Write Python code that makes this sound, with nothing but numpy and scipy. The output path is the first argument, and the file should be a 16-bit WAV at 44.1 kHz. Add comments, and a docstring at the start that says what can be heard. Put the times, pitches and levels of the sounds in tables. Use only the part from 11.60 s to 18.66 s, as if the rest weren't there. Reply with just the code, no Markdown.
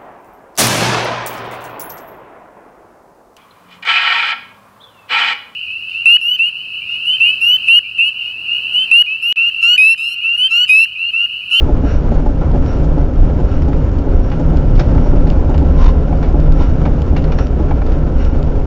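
"""A deep, throbbing rumble with hollow thumps: on board a velomobile, fast through a covered track's bend.
The track and the unround wheels shake the resonant shell, and the rumble swells as the banked turn
loads the tyres. Joints thump, loose fittings rattle, the drivetrain ticks, a tyre brushes its wheel well.
The chain hums with each push and rubs once per crank turn. The small microphone is driven to its limit."""
import sys
import numpy as np
from scipy import signal
from scipy.fft import rfft, irfft
from scipy.io import wavfile
from scipy.ndimage import uniform_filter1d, map_coordinates

SR = 44100
rng = np.random.default_rng(int(sys.argv[2]) if len(sys.argv) > 2 else 0)


def dump(signal):
    """Clip the signal to [-1, 1] and save it as 16-bit WAV at the path in sys.argv[1]."""
    limited = np.clip(np.atleast_2d(signal).T, -1, 1)
    pcm = np.round(limited * 32767).astype(np.int16)
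    wavfile.write(sys.argv[1], SR, pcm)


N = 311346
SIZE = 2 ** 14  # samples in one hit or impulse response
TIME, AGE = np.arange(N) / SR, np.arange(SIZE) / SR
FREQ = np.maximum(np.arange(SIZE // 2 + 1) * SR / SIZE, 1)
TOP_HZ = 7330
CRANK_TURN_S, FIRST_PUSH_S = 0.788, 0.14

# speed of the wheels: time_s, turns_per_s
WHEEL_SPEED = [(0, 9.38), (1.2, 9.42), (2.1, 9.56), (3.3, 9.9), (4.6, 9.84), (6, 9.7), (7.06, 9.52)]
# tone of a contact on the shell: frequency_hz, gain_db
CONTACT_EQ = [(300, -26), (800, 6), (1050, 3), (1400, -1), (2000, -1.5), (2900, -4), (3900, -8),
              (5200, -8.5), (6300, -14.5), (7400, -20)]


def undb(db):
    """Decibels to gain."""
    return 10 ** (np.asarray(db) / 20)


def unit(x):
    """Scale to rms 1."""
    return x / np.sqrt(np.mean(np.abs(x) ** 2))


def add(out, start_s, sound):
    """Mix a sound in at a time."""
    part = out[max(int(start_s * SR), 0):][:len(sound)]
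    part += sound[:len(part)]


def walk(rate_hz):
    """Random levels joined by straight lines; spread near 1."""
    levels = rng.standard_normal(2000)
    return 1.2 * np.interp(TIME * rate_hz, np.arange(len(levels)), levels)


def blow(rise_s, t60_s):
    """Envelope of a hit that builds up and dies away."""
    return (1 - np.exp(-AGE / rise_s)) * np.exp(-np.log(1000) * AGE / t60_s)


def swell(peak_s, rise_s, fall_s):
    """Bell-shaped envelope with its own attack and release."""
    width_s = np.where(TIME < peak_s, rise_s, fall_s)
    return np.exp(-np.minimum(((TIME - peak_s) / width_s) ** 2 / 2, 50))


def colour(points, tilt_db=0):
    """EQ curve through (Hz, dB) points, tilted by tilt_db an octave, with the top rolled off."""
    hz, db = np.transpose(points)
    gain = undb(np.interp(np.log(FREQ), np.log(hz), db + tilt_db * np.log2(hz)))
    gain = gain / np.sqrt(1 + (FREQ / TOP_HZ / 1.15) ** 16)
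    cepstrum = irfft(np.log(gain))  # folded to minimum phase: nothing rings ahead of a hit
    cepstrum[1:SIZE // 2] *= 2
    cepstrum[SIZE // 2 + 1:] = 0
    return np.exp(rfft(cepstrum))


def resonance(hz, width_hz):
    """Response of one damped mode, gain 1 at its centre."""
    return 1 / (1 + 1j * (FREQ / hz - hz / FREQ) * hz / width_hz)


def panels(modes):
    """Response of a wall with modes given as (pitch_hz, width_hz, lift_db)."""
    return np.prod([1 + (undb(db) - 1) * resonance(hz, width) for hz, width, db in modes], axis=0)


def through(force, response):
    """Filter a force, keeping the level of a white one."""
    return signal.fftconvolve(force, irfft(unit(response)))[:len(force)]


def noise(response):
    """Steady noise coloured by a response; rms near 1."""
    return through(rng.standard_normal(N), response)


def grit(spread_db, size=N, grain=32):
    """Dense tiny contacts of unequal strength, each grain samples long; rms 1."""
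    strength = np.repeat(undb(spread_db * rng.standard_normal(size // grain + 1)), grain)
    return unit(strength[:size] * rng.standard_normal(size))


def steadied(x, span_s, amount):
    """Hold back the largest swings of a vibration, as a damper does; rms 1."""
    power = uniform_filter1d(x ** 2, int(span_s * SR))
    return unit(x / (power + 1e-3) ** (amount / 2))


def strike(envelope, response, spread_db):
    """A flurry of contacts rings a body, with the energy of its envelope."""
    ring = through(envelope * grit(spread_db, size=SIZE), response)
    return unit(ring) * np.sqrt(np.mean(envelope ** 2))


def pedalling(dead_centre_share=0.13):
    """Drive of the legs: 1 in mid-push, twice a crank turn, and least at the dead centres."""
    leverage = np.abs(np.cos(2 * np.pi * (TIME - FIRST_PUSH_S) / CRANK_TURN_S))
    return dead_centre_share + (1 - dead_centre_share) * leverage


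def sway(load, turns):
    """Sub-bass bed: the shell rocks on its suspension and throbs once per wheel turn."""
    # tone of the sway: frequency_hz, gain_db
    sway_eq = [(5, -16), (17, -4.5), (27, -1), (40, -1.5), (56, -3), (68, -4), (88, -10), (108, -12),
               (128, -16), (200, -34), (500, -72.5)]
    rocking = steadied(noise(colour(sway_eq)), span_s=0.16, amount=0.6)
    throb_db = 1.85 * np.sin(2 * np.pi * turns)
    return undb(-14 + 2.5 * load + throb_db) * rocking


def wheel_drone(turns, waver_db=3):
    """Unround wheels drone on the multiples of their turning rate, each wavering in strength."""
    # shakes at once, twice, three times ... a wheel turn: level_db
    harmonics = [-27.5, -20, -18.5, -27, -23.5, -27.5, -20, -26, -32.5]
    out = 0
    for order, db in enumerate(harmonics, start=1):
        waver = undb(waver_db * walk(4))
        out += undb(db) * unit(waver * np.sin(2 * np.pi * (order * turns + rng.random())))
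    return out


def heaves(half_s=0.036):
    """Each long wave in the track bounces the shell on its suspension a few times."""
    # waves in the track: peak_s, level_db, pitch_hz
    waves = [(1.611, -6.5, 30), (2.56, -7.5, 28), (3.15, -8, 29.24), (3.68, -8, 34.8), (4.25, -10, 25.2),
             (4.9, -8, 29.98)]
    out = 0
    for peak_s, db, hz in waves:
        bounce = unit(np.sin(2 * np.pi * (hz * TIME + rng.random())))
        out += undb(db) * swell(peak_s, half_s, half_s) * bounce
    return out


def shudder():
    """A low judder of the shell comes on entering the bend and slowly settles."""
    judder = steadied(noise(resonance(hz=93.5, width_hz=76) ** 2), span_s=0.12, amount=0.39)
    return undb(-15.5) * swell(peak_s=3.17, rise_s=0.095, fall_s=0.3) * judder


def tread_hiss(shell, load, roughness_db):
    """Tiny contacts of the tread make a fine hiss, louder in the bend and on rough patches."""
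    # tone of the tread: frequency_hz, gain_db
    hiss_eq = [(500, -13), (1200, 9.5), (1900, 0.5), (2700, -2), (3300, -6), (4000, -13), (5400, -9),
               (6300, -14.5), (7400, -18)]
    return undb(-43.5 + 2.5 * load + roughness_db) * through(grit(3.6), colour(hiss_eq) * shell)


def well_drum(load, hz=536, sag_hz=28):
    """The track keeps the wheel wells ringing on one hollow note, which sags under load."""
    ring = noise(resonance(hz, width_hz=38) ** 2)
    slowed_position = np.cumsum(1 - load * sag_hz / hz)
    return unit(map_coordinates(ring, [slowed_position], mode="mirror"))


def rumble(shell, load, drive, roughness_db):
    """The track drums through the tyres into the cabin, swelling with the bend and with each push."""
    # tone of the rolling noise: frequency_hz, gain_db
    rumble_eq = [(70, -21.5), (125, -0.5), (185, 0), (310, -2.5), (460, -5), (660, -11.5), (850, -15),
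                 (1000, -16), (1170, -25.5), (1500, -26), (1900, -34.5), (3000, -39.5), (7000, -63)]
    roar = steadied(noise(colour(rumble_eq) * shell), span_s=0.049, amount=0.81)
    drum = undb(-16.5 + 3 * load) * well_drum(load)
    level_db = -20.5 + 3 * load + 2 * (drive - 1) + 0.6 * roughness_db
    return undb(level_db) * (roar + drum)


def chain_hum(drive, teeth=16, wander=0.0143):
    """Links roll onto the sprocket with a hum that follows the wheels; the cabin air booms along."""
    # hum at full drive, one value per push of a leg: level_db
    pushes = [-27.5, -22, -22.5, -20, -22, -17.5, -26.5, -18, -24, -20, -21, -18.5, -19.5, -19.5, -18.5,
              -28.5, -25, -25]
    push_s = FIRST_PUSH_S + np.arange(len(pushes)) * CRANK_TURN_S / 2
    mesh_hz = teeth * np.interp(TIME, *np.transpose(WHEEL_SPEED)) * (1 + wander * walk(12))
    mesh = unit(np.sin(2 * np.pi * np.cumsum(mesh_hz) / SR))
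    boom = steadied(noise(resonance(hz=153.6, width_hz=10) ** 2), span_s=0.032, amount=1)
    return undb(np.interp(TIME, push_s, pushes)) * drive * (mesh + undb(-10.5) * boom)


def chain_rub(shell, sing_width_hz=590, whistle_width_hz=75, linger=1.5):
    """Links rasp along their guide once per crank turn, and the metal sings, never quite alike."""
    # rubs of the chain: peak_s, ring_db, rasp_db, rise_s, pitch_hz, whistle_lift_db
    rubs = [(0.3, -49.5, -33.5, 0.037, 5630, 3), (1.102, -51, -38.5, 0.033, 5560, 7),
            (1.925, -57, -40.5, 0.04, 5540, 3), (2.665, -57, -46, .04, 5570, 6),
            (3.463, -53.5, -43, 0.034, 5630, 6), (4.225, -50, -44, 0.036, 5520, 4),
            (5.014, -55.5, -40, 0.055, 5580, 2.5), (5.805, -49, -37, 0.031, 5610, 3),
            (6.62, -55, -36.5, 0.043, 5530, 3)]
    # tone of the rasp: frequency_hz, gain_db
    rasp_eq = [(700, -25), (1400, 8), (1850, -2.5), (2250, -4), (2900, -2), (3250, -17.5), (3600, -12),
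               (4000, -14), (5600, -22), (7400, -23.5)]
    out, rasp = 0, noise(colour(rasp_eq) * shell)
    for peak_s, ring_db, rasp_db, rise_s, hz, whistle_db in rubs:
        whistle = panels([(hz, whistle_width_hz, whistle_db)])
        ring = noise(resonance(hz, sing_width_hz) ** 2 * whistle)
        out += swell(peak_s, rise_s, rise_s * linger) * (undb(ring_db) * ring + undb(rasp_db) * rasp)
    return out


def drivetrain_ticks(shell, faint_count=6, faint_db=-45.5):
    """Hard clicks of the drivetrain ring briefly in the cabin; faint ones fall at random."""
    # sharp ticks: start_s, level_db
    ticks = [(0.916, -42), (1.062, -39), (2.387, -40.5), (2.702, -43), (2.972, -34.5), (3.352, -47),
             (3.702, -29), (3.98, -32.5), (4.052, -44), (4.802, -41), (4.923, -35), (5.42, -33.5),
             (5.624, -42), (5.87, -36.5), (6.65, -36), (6.829, -36)]
    # tone of a tick: frequency_hz, gain_db
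    tick_eq = [(600, -11.5), (1500, -5), (3000, 4.5), (4200, -4), (5000, 0.5), (6000, -15.5), (7400, -6.5)]
    out, body = np.zeros(N), colour(tick_eq) * shell
    decay = blow(0.00036, 0.0082) + 0.18 * blow(0.002, 0.11)
    crack = 10 * irfft(unit(body))  # the first contact is one clean impulse
    faint = [(when * N / SR, faint_db - 10 * softness) for when, softness in rng.random((faint_count, 2))]
    for start_s, db in ticks + faint:
        add(out, start_s, undb(db) * (crack + strike(decay, body, spread_db=0.5)))
    return out


def tyre_scrape(shell):
    """Deep in the turn, rubber sticks and slips on the wheel well, whose wall squeaks."""
    # brushes of the tyre: peak_s, level_db, rise_s, fall_s
    scrapes = [(4.279, -23, 0.059, 0.015), (5.02, -29.5, 0.019, 0.024)]
    # squeaks of the wheel well: pitch_hz, width_hz, lift_db
    squeaks = [(969, 13, 13.5), (1046, 24, 12.5), (2960, 75, 5.5), (3630, 90, 5), (5500, 200, 3)]
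    force = sum(undb(db) * swell(peak_s, rise_s, fall_s) for peak_s, db, rise_s, fall_s in scrapes)
    return through(force * grit(1.3), colour(CONTACT_EQ, tilt_db=-3) * shell * panels(squeaks))


def rattles(shell, ring_width_hz=150, ring_lift_db=7.5):
    """A loose fitting cracks against the shell, then rings and chatters in a dying flurry."""
    # knocks of the fittings: start_s, level_db, t60_s, tilt_db_per_octave, pitch_hz
    knocks = [(0.539, -45, 0.15, 5, 6550), (0.814, -27, 0.22, -10, 1420), (2.019, -31.5, 0.074, -2.5, 5500),
              (2.129, -28, 0.053, -6, 2260), (2.715, -27.5, 0.21, -5, 2820), (3.152, -35.5, 0.56, -2, 5500),
              (3.194, -20, 0.1, -2.5, 5470), (3.378, -17, 0.03, -10, 2260),
              (3.669, -31.5, 0.15, -3.5, 4370), (3.941, -25, 0.097, -5.5, 2863),
              (4.524, -18.5, 0.076, -12.5, 2270), (4.626, -28.5, 0.23, -3.5, 2260),
              (5.252, -20.5, 0.099, -7, 2230), (5.563, -22.5, 0.13, -4, 2750), (5.64, -30, 0.06, -3, 4330),
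              (5.719, -27.5, 0.1, -1.5, 2440), (5.785, -22, 0.07, -3, 5500), (6.108, -17, 0.071, -9, 2300),
              (6.216, -21.5, 0.051, -9.5, 2320), (6.262, -37, 0.11, -1.5, 3800),
              (6.317, -33.5, 0.16, -2.5, 5550)]
    out = np.zeros(N)
    crack = undb(3) * blow(rise_s=0.0017, t60_s=0.018)
    for start_s, db, t60_s, tilt_db, hz in knocks:
        body = colour(CONTACT_EQ, tilt_db) * shell * panels([(hz, ring_width_hz, ring_lift_db)])
        add(out, start_s, undb(db) * strike(crack + blow(0.0023, t60_s), body, spread_db=0.5))
    return out


def clonk(tilt_db, scatter_db=1.5, detune=0.014):
    """The panels ring freely after a jolt; each clonk is duller or brighter by its own tilt."""
    # notes of the panels: pitch_hz, level_db, t60_s
    modes = [(279.6, -7.5, 0.13), (344, -6, 0.096), (587, -15, 0.24), (714.5, -22.5, 0.22),
             (843, -13.5, 0.11)]
    out = 0
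    for hz, db, t60_s in modes:
        louder, sharper, phase = rng.standard_normal(3)
        note = unit(np.sin(2 * np.pi * (hz * (1 + detune * sharper) * AGE + phase)))
        level_db = db + tilt_db * np.log2(hz / 380) + scatter_db * louder
        out += undb(level_db) * blow(0.004, t60_s) * note
    return out


def joint_thumps(shell):
    """Each track joint jolts the shell: a dull thud under the clonk of its panels."""
    # wheels crossing joints: start_s, level_db, tilt_db_per_octave (low is dull, high is bright)
    joints = [(.086, -9, 1), (0.234, -9, -5.5), (.514, -8.5, 0), (0.659, -8.5, 0), (.806, -23, 4),
              (0.943, -8.5, -0.5), (1.239, -22, 5), (1.371, -8.5, -1.5), (1.797, -15.5, 1.5),
              (2.077, -12, 0.5), (2.465, -11.5, -3), (2.794, -13.5, 2.5), (2.93, -15.5, 1),
              (3.188, -12.5, -0.5), (3.351, -10, -3), (3.457, -14, 1), (3.531, -11.5, -4.5),
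              (3.657, -11.5, -2.5), (3.891, -13.5, 2.5), (4.017, -12, -2), (4.504, -17, 0.5),
              (4.739, -8, -4), (4.996, -14.5, 2.5), (5.259, -14, -0.5), (5.522, -12.5, 0),
              (5.996, -11.5, 0)]
    # tone of the thud: frequency_hz, gain_db
    thud_eq = [(100, -19), (240, 3.5), (345, 5), (460, -5.5), (620, -9), (860, -13), (950, -17),
               (1150, -22.5), (2000, -34), (6000, -48)]
    out, jolt = np.zeros(N), blow(rise_s=0.0021, t60_s=0.11)
    for start_s, db, tilt_db in joints:
        thud = undb(-3.5) * strike(jolt, colour(thud_eq, tilt_db) * shell, spread_db=-1.5)
        add(out, start_s, undb(db) * (thud + clonk(tilt_db)))
    return out


def scene():
    """Low shaking, rolling noise, drivetrain and knocks meet inside the hollow shell, in mono."""
    # resonances of the shell: pitch_hz, width_hz, lift_db
    shell_modes = [(139.6, 21, 7.5), (243.2, 20, 5.5), (277.3, 16, 7), (314, 20, 2), (420, 33, 2.5),
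                   (534.5, 17, 4.5), (592, 17, 5), (719, 16, 5), (814, 32, 2.5), (997, 30, -1),
                   (1346, 60, 7), (1510, 41, 2.5), (2290, 53, 1.5), (2880, 62, 3), (3730, 200, 2.5),
                   (4380, 110, 4), (5460, 150, 1.5)]
    # the banked turn presses the wheels into the track: time_s, extra_load (0-1)
    bend = [(2.7, 0.17), (3.3, 0.87), (4.0, 0.82), (4.35, 0.4), (5.3, 0.48), (6.3, 0.12), (7, 0.06)]
    shell, drive = panels(shell_modes), pedalling()
    load = np.interp(TIME, *np.transpose(bend))
    turns = np.cumsum(np.interp(TIME, *np.transpose(WHEEL_SPEED))) / SR
    roughness_db = walk(40)  # rough and smooth patches of track pass under the wheels
    shaking = sway(load, turns) + wheel_drone(turns) + heaves() + shudder()
    rolling = tread_hiss(shell, load, roughness_db) + rumble(shell, load, drive, roughness_db)
    drivetrain = chain_hum(drive) + chain_rub(shell) + drivetrain_ticks(shell)
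    contacts = tyre_scrape(shell) + rattles(shell) + joint_thumps(shell)
    return (shaking + rolling + drivetrain + contacts)[None]


def record(dry):
    """The microphone rounds off the largest swings and cuts the top; both ends fade over 4 ms."""
    rounded = dry / (1 + dry ** 12) ** (1 / 12)
    fades = np.minimum(np.minimum(TIME, TIME[::-1]) / 0.004, 1)
    lowpass = signal.ellip(12, 0.1, 90, TOP_HZ, fs=SR, output="sos")
    return signal.sosfilt(lowpass, rounded * fades)


dry = scene()
out = record(dry)
dump(out)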